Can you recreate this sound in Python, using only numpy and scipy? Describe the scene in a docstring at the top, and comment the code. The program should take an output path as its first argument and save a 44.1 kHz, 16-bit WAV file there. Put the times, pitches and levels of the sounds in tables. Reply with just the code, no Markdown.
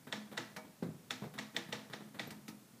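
"""A portable manual typewriter on a desk in a small quiet room, heard from close by over a faint hiss.
A finger moves a key lever, the escapement ticks, the slug hits the platen and the linkage rattles on;
each blow excites the damped modes of frame and case. After two letters the carriage clicks. The shift
drops with a dull bouncing thump, one capital is struck, and the shift is let go. Five more letters
follow, then a tiny high ping and two light carriage clicks among the last lever movements."""
import sys
import numpy as np
from scipy import signal
from scipy.fft import rfft, irfft, next_fast_len
from scipy.io import wavfile

SR = 44100
rng = np.random.default_rng(int(sys.argv[2]) if len(sys.argv) > 2 else 0)


def to_wav(sig):
    """Store sig (one row per channel, or 1-D mono) as 16-bit WAV at the path in sys.argv[1].

    Samples outside -1..1 are clipped; the rate is SR.
    """
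    pcm = np.clip(np.atleast_2d(sig), -1, 1) * 32767
    pcm = np.round(pcm).astype(np.int16)
    wavfile.write(sys.argv[1], SR, pcm.T)  # frames by channels


N = 123479
AGE = np.arange(int(0.6 * SR)) / SR  # time since an excitation [s]

# key levers starting or falling back (time [s], level [dB], tilt [dB/octave], case thump [dB])
LEVER_MOVES = [(0.069, -50, 1, -53), (0.176, -56, -9, -48.5), (.314, -50, 1, -50), (0.322, -51.5, 1.5, -57),
               (.497, -60.5, 1, -59), (0.647, -57.5, 0.5, -52.5), (1.338, -52, 2.5, -65),
               (1.352, -54, -3, -51), (1.545, -49, 1.5, -50), (1.582, -69, 12, -42.5), (1.686, -52, 2, -46),
               (1.898, -52, 1.5, -47.5), (2.005, -51.5, 0, -51.5), (2.045, -62, -0.5, -52),
               (2.143, -50, 1, -55), (2.272, -46, -3, -48), (2.358, -61, -2.5, -54),
               (2.525, -59, -1, -53.5)]
# slugs on the platen (time [s], level [dB], tilt [dB/octave], escapement lead [s], escapement [dB],
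# frame knock [dB], rattle [dB], case thump [dB])
SLUG_STRIKES = [(0.1255, -30, -1.5, 0.0068, -46, -39, -46, -46),
                (0.3764, -29.5, -1.5, 0.0078, -42.5, -41, -45.5, -44),
                (1.1070, -29, 1.1, .005, -46, -45, -46, -48),
                (1.3870, -32.5, 0, 0.009, -43.5, -43.5, -48, -46),
                (1.565, -28, -0.5, 0.0058, -46.5, -38.5, -46.5, -49.5),
                (1.7262, -30, -1.7, 0.0048, -45, -39.5, -45, -45.5),
                (1.935, -35.5, -2, .007, -46, -47.5, -52, -50),
                (2.1951, -32, -2.2, 0.0081, -46.5, -44, -46.5, -46)]
# carriage steps (time [s], level [dB], tilt [dB/octave], rail ring [dB], case thump [dB])
CARRIAGE_STEPS = [(.5640, -42.5, -1.8, -44, -45.5), (2.3058, -46, 0.2, -53.5, -47),
                  (2.4802, -45, 0.8, -56, -43.5)]
# the shift hitting its stops and bouncing (time [s], thump [dB], clatter [dB])
SHIFT_IMPACTS = [(0.825, -26.5, -42), (0.861, -33, -54.5), (0.888, -35, -59), (0.902, -40.5, -68),
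                 (1.2197, -35.5, -45.5), (1.235, -41, -44), (1.261, -37.5, -58)]

# normal modes (frequency [Hz], relative level [dB], t60 [s])
CASE_MODES = [(120.1, -6, .28), (150.4, -3.5, 0.31), (182, -4.5, 0.19), (212, 0.5, 0.35),
              (256.3, -5.5, 0.37), (308, -8, 0.21), (336.5, -9, 0.25), (426, -7, 0.11),
              (463.4, -14.5, 0.14)]  # the case on the desk
STEEL_MODES = [(1488, -10, 0.015), (1747, -5.5, 0.044), (1933, -1.5, 0.043), (2203, -13.5, 0.11),
               (2654, -3, 0.018), (2803, -9, 0.034), (3110, -10.5, 0.05), (3490, 2, 0.012),
               (3488, 3, 0.018), (3800, 4.5, 0.012), (4310, -7.5, .028), (5420, -9, 0.05),
               (6850, -18, 0.08), (8000, -24, 0.09)]  # type bar, platen and cover
FRAME_MODES = [(477, -5, 0.19), (658, 2, 0.051), (821.4, -0.5, 0.092), (905, 1, 0.047), (1176, -13, 0.2)]
RAIL_MODES = [(490, -7, 0.16), (630, -5, .2), (775, -6, 0.17), (835, -7, 0.16), (916, 1.5, 0.12),
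              (1010, -8, 0.22), (1283, -7, 0.14), (2270, -6, 0.16), (5580, -13, 0.13)]

# noise spectra (frequency [Hz], relative spectral density [dB])
LEVER_SPECTRUM = [(200, 8.5), (700, 2.5), (1200, -3), (1900, -3), (2700, -15), (3600, -10), (5500, -25.5),
                  (15000, -23.5)]
THUD_SPECTRUM = [(60, -45), (115, 8.5), (220, 3), (330, -8), (600, -18), (1500, -62)]  # the case's dull first response
TICK_SPECTRUM = [(300, -16), (1200, -0.5), (1900, -6), (2700, -18), (3700, -7), (6000, -23), (10000, -21),
                 (15000, -43)]  # escapement
CRACK_SPECTRUM = [(590, -46), (1000, -24), (1310, -12.5), (2000, 0), (3110, -10.5), (3680, -6.5),
                  (4720, -15), (6130, -20), (7690, -15.5), (9860, -35), (15000, -29)]  # slug on platen
BASKET_SPECTRUM = [(400, -14), (1100, -11), (1900, 4), (2800, 0), (3700, -3), (4800, -8), (5600, 1),
                   (7500, -5), (10000, -13.5), (15000, -22)]  # idle type bars
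RATTLE_SPECTRUM = [(200, -0.5), (450, 3.5), (850, 4.5), (1200, 2.5), (2000, 5), (2700, 0.5), (3800, 3),
                   (4800, -1), (5800, -1.5), (9000, -15), (15000, -20)]  # linkage
KNOCK_SPECTRUM = [(200, -35), (450, 9), (800, -8), (1300, -11.5), (2500, -36)]  # frame
SNAP_SPECTRUM = [(1000, -3), (2000, 9), (3200, 1), (5600, -5), (8000, -13.5), (11500, -4), (15000, -25)]  # the pawl's first contact
CLICK_SPECTRUM = [(300, -4), (900, 1.5), (1400, 2.5), (2100, 4), (3000, -3.5), (5500, -1), (8000, -9.5),
                  (11500, -8), (15000, -12)]  # carriage
CLATTER_SPECTRUM = [(150, -9), (450, 4.5), (800, -5.5), (1300, -10), (2200, -15.5), (3000, -25.5),
                    (4000, -21), (7000, -33), (15000, -32)]  # shift
HISS_SPECTRUM = [(25, 6), (70, -14.5), (125, 6.5), (220, 5.5), (400, -5), (1000, -11.5), (3000, -16.5),
                 (8000, -17), (15000, -19.5)]  # steady background

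# reflections from desk, paper and wall (delay [s], level [dB])
NEAR_ECHOES = [(.0017, -3.5), (.0031, -0.5), (.0078, -3.5)]
# reverberation time of the room (frequency [Hz], t60 [s])
ROOM_T60 = [(100, 0.78), (250, 0.51), (800, 0.58), (3000, 0.36), (6000, 0.28), (14000, 0.45)]


def amp(db):
    """Amplitude ratio of a level in decibels."""
    return 10 ** (np.asarray(db) / 20)


def unit(x):
    """Normalisation to rms 1."""
    return x / np.sqrt(np.mean(x ** 2) + 1e-20)


def along(points, hz):
    """Interpolation of (frequency [Hz], value) points on a logarithmic frequency axis."""
    freqs, values = np.transpose(points)
    return np.interp(np.log(hz + 1), np.log(freqs + 1), values)


def noise(spectrum, size, tilt=0):
    """Random phases under a given spectrum, tilted in dB per octave, sum to noise of rms 1."""
    hz = np.fft.rfftfreq(size, 1 / SR)
    phase = np.exp(2j * np.pi * rng.random(len(hz)))
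    return unit(irfft(phase * amp(along(spectrum, hz) + tilt * np.log2(hz + 20)), size))


def fade(attack, t60):
    """Damping: after a rise of time constant attack [s], amplitude falls 60 dB every t60 [s]."""
    return (1 - np.exp(-AGE / attack)) * np.exp(-np.log(1000) * AGE / t60)


def burst(spectrum, attack, t60, tilt=0):
    """Incoherent superposition: many small parts sounding at once give decaying noise."""
    envelope = fade(attack, t60)
    sound = noise(spectrum, len(AGE), tilt) * envelope
    return sound * np.linalg.norm(envelope) / np.linalg.norm(sound)


def ring(modes, attack, scatter_db, tilt=0):
    """Free vibration is a sum of damped modes, excited a little differently by each blow."""
    hz, db, t60 = np.transpose(modes)
    level_draw, pitch_draw = rng.standard_normal((2, len(hz)))
    gains = amp(db + scatter_db * level_draw + tilt * np.log2(hz))
    gains *= np.sqrt(2) / np.linalg.norm(gains)
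    phases = 2 * np.pi * rng.random(len(hz))
    detuned_hz = hz * (1 + 0.006 * pitch_draw)
    return sum(gain * np.sin(2 * np.pi * freq * AGE + phase) * fade(attack, decay)
               for gain, freq, phase, decay in zip(gains, detuned_hz, phases, t60))


def chatter(rate_hz=350, depth_db=1.5):
    """Amplitude modulation by loose parts touching at uneven moments."""
    knots = rng.standard_normal(1000)
    return unit(amp(depth_db * np.interp(AGE * rate_hz, np.arange(len(knots)), knots)))


def key_levers():
    """Contact noise: each moving lever chatters softly while its weight pushes on the case."""
    out = np.zeros(N)
    for at, db, tilt, case_db in LEVER_MOVES:
        add(out, at, amp(db) * chatter() * burst(LEVER_SPECTRUM, attack=0.00061, t60=0.22, tilt=tilt))
        add(out, at, amp(case_db) * case_thump(push_hz=232, push_t60=0.072, thud_db=-8, boom_db=-3))
    return out


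def add(track, at, sound):
    """Linear superposition: a sound joins the track at a time in seconds."""
    part = track[max(0, round(at * SR)):][:len(sound)]
    part += sound[:len(part)]


def case_thump(push_hz, push_t60, thud_db, boom_db):
    """Transient response: after one damped push the case thuds and its modes boom on the desk."""
    push = np.sqrt(2) * np.sin(2 * np.pi * push_hz * AGE) * fade(0.0015, push_t60)
    thud = burst(THUD_SPECTRUM, attack=0.00063, t60=0.074)
    boom = ring(CASE_MODES, attack=0.0063, scatter_db=5.5)
    return push + amp(thud_db) * thud + amp(boom_db) * boom


def type_bars(frame_lag_s=0.00365, case_lag_s=0.00461):
    """Impact transmission: the escapement ticks, then the blow shakes basket, linkage, frame and case."""
    out = np.zeros(N)
    for at, db, tilt, lead_s, tick_db, frame_db, rattle_db, case_db in SLUG_STRIKES:
        add(out, at - lead_s, amp(tick_db) * burst(TICK_SPECTRUM, attack=0.002, t60=0.086))
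        add(out, at, amp(db) * slug_impact(tilt))
        shiver = chatter() * burst(BASKET_SPECTRUM, attack=0.0028, t60=0.1, tilt=1.6 * tilt)
        add(out, at, amp(db - 14.5) * shiver)
        add(out, at + frame_lag_s, amp(frame_db) * frame_knock())
        rattle = chatter() * burst(RATTLE_SPECTRUM, attack=0.0077, t60=0.39, tilt=0.36 * tilt)
        add(out, at, amp(rattle_db) * rattle)
        thump = case_thump(push_hz=246, push_t60=0.05, thud_db=-8, boom_db=0.5)
        add(out, at + case_lag_s, amp(case_db) * thump)
    return out


def slug_impact(tilt, cutoff_hz=1220):
    """Impact rings the steel and gives a crack; so small a radiator emits little below the cutoff."""
    steel = ring(STEEL_MODES, attack=0.0002, scatter_db=1, tilt=tilt)
    contact = burst(CRACK_SPECTRUM, attack=0.0001, t60=0.01, tilt=tilt)
    radiation = signal.butter(2, cutoff_hz, "highpass", fs=SR, output="sos")
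    crack = early_reflections(signal.sosfilt(radiation, contact))
    return amp(-0.5) * steel + amp(-3) * crack


def early_reflections(direct):
    """Reflection: nearby surfaces add delayed, weaker copies to the direct sound."""
    out = direct.copy()
    for delay, db in NEAR_ECHOES:
        add(out, delay, amp(db) * direct)
    return out


def frame_knock():
    """Impulse response of the frame: a dry knock and a short modal ring."""
    ringing = ring(FRAME_MODES, attack=0.0006, scatter_db=0.5)
    return ringing + amp(1.5) * burst(KNOCK_SPECTRUM, attack=0.00077, t60=0.012)


def carriage(rail_lag_s=0.01, case_lag_s=0.00461):
    """Successive impacts: the pawl snaps and lets go, then the carriage meets its stop and the rail rings."""
    out = np.zeros(N)
    for at, db, tilt, rail_db, case_db in CARRIAGE_STEPS:
        add(out, at, amp(db + 0.5) * burst(SNAP_SPECTRUM, attack=0.00012, t60=0.022, tilt=tilt))
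        add(out, at, amp(db) * chatter() * burst(CLICK_SPECTRUM, attack=0.0015, t60=0.095, tilt=tilt))
        add(out, at + rail_lag_s, amp(rail_db) * ring(RAIL_MODES, attack=0.0065, scatter_db=3))
        thump = case_thump(push_hz=225, push_t60=0.05, thud_db=1.5, boom_db=-8)
        add(out, at + case_lag_s, amp(case_db) * thump)
    return out


def shift_key():
    """Inelastic collisions: the heavy shift assembly thuds and clatters as it bounces on its stops."""
    out = np.zeros(N)
    for at, db, clatter_db in SHIFT_IMPACTS:
        add(out, at, amp(db) * case_thump(push_hz=206, push_t60=0.031, thud_db=-5, boom_db=-16.5))
        add(out, at, amp(clatter_db) * chatter() * burst(CLATTER_SPECTRUM, attack=0.0017, t60=0.16))
    return out


def ping(at=2.271, hz=11870, db=-49):
    """A single damped sinusoid, heard as a tiny high ping."""
    out = np.zeros(N)
    add(out, at, amp(db) * np.sin(2 * np.pi * hz * AGE) * fade(attack=0.0016, t60=0.059))
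    return out


def reverberation(direct, gap_s, build_s):
    """A diffuse field decays exponentially in each band, the treble sooner than the bass."""
    hz, t, bands = signal.stft(rng.standard_normal(len(AGE)), SR, nperseg=256)
    decay = np.exp(-np.log(1000) * t / along(ROOM_T60, hz)[:, None])
    tail = signal.istft(bands * decay, SR)[1][:len(AGE)]
    tail *= np.clip((AGE - gap_s) / build_s, 0, 1)
    return signal.fftconvolve(direct, tail / np.linalg.norm(tail))[:N]


def scene():
    """Superposition of machine, room and hiss; the small case radiates little deep bass."""
    vibration = type_bars() + key_levers() + carriage() + shift_key() + ping()
    direct = signal.sosfilt(signal.butter(4, 98, "highpass", fs=SR, output="sos"), vibration)
    room = amp(-11) * reverberation(direct, gap_s=0.0095, build_s=0.0092)
    hiss = amp(-60.5) * noise(HISS_SPECTRUM, N)
    return (direct + room + hiss)[None]


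def record(dry, low_hz=90, top_hz=15250):
    """Band limiting: the recorder thins the deep bass and passes nothing above its upper limit."""
    thinned = signal.sosfilt(signal.butter(2, low_hz, "highpass", fs=SR, output="sos"), dry)
    size = next_fast_len(N + len(AGE))
    passband = np.fft.rfftfreq(size, 1 / SR) < top_hz
    return irfft(rfft(thinned, size) * passband, size)[:, :N]


dry = scene()
out = record(dry)
to_wav(out)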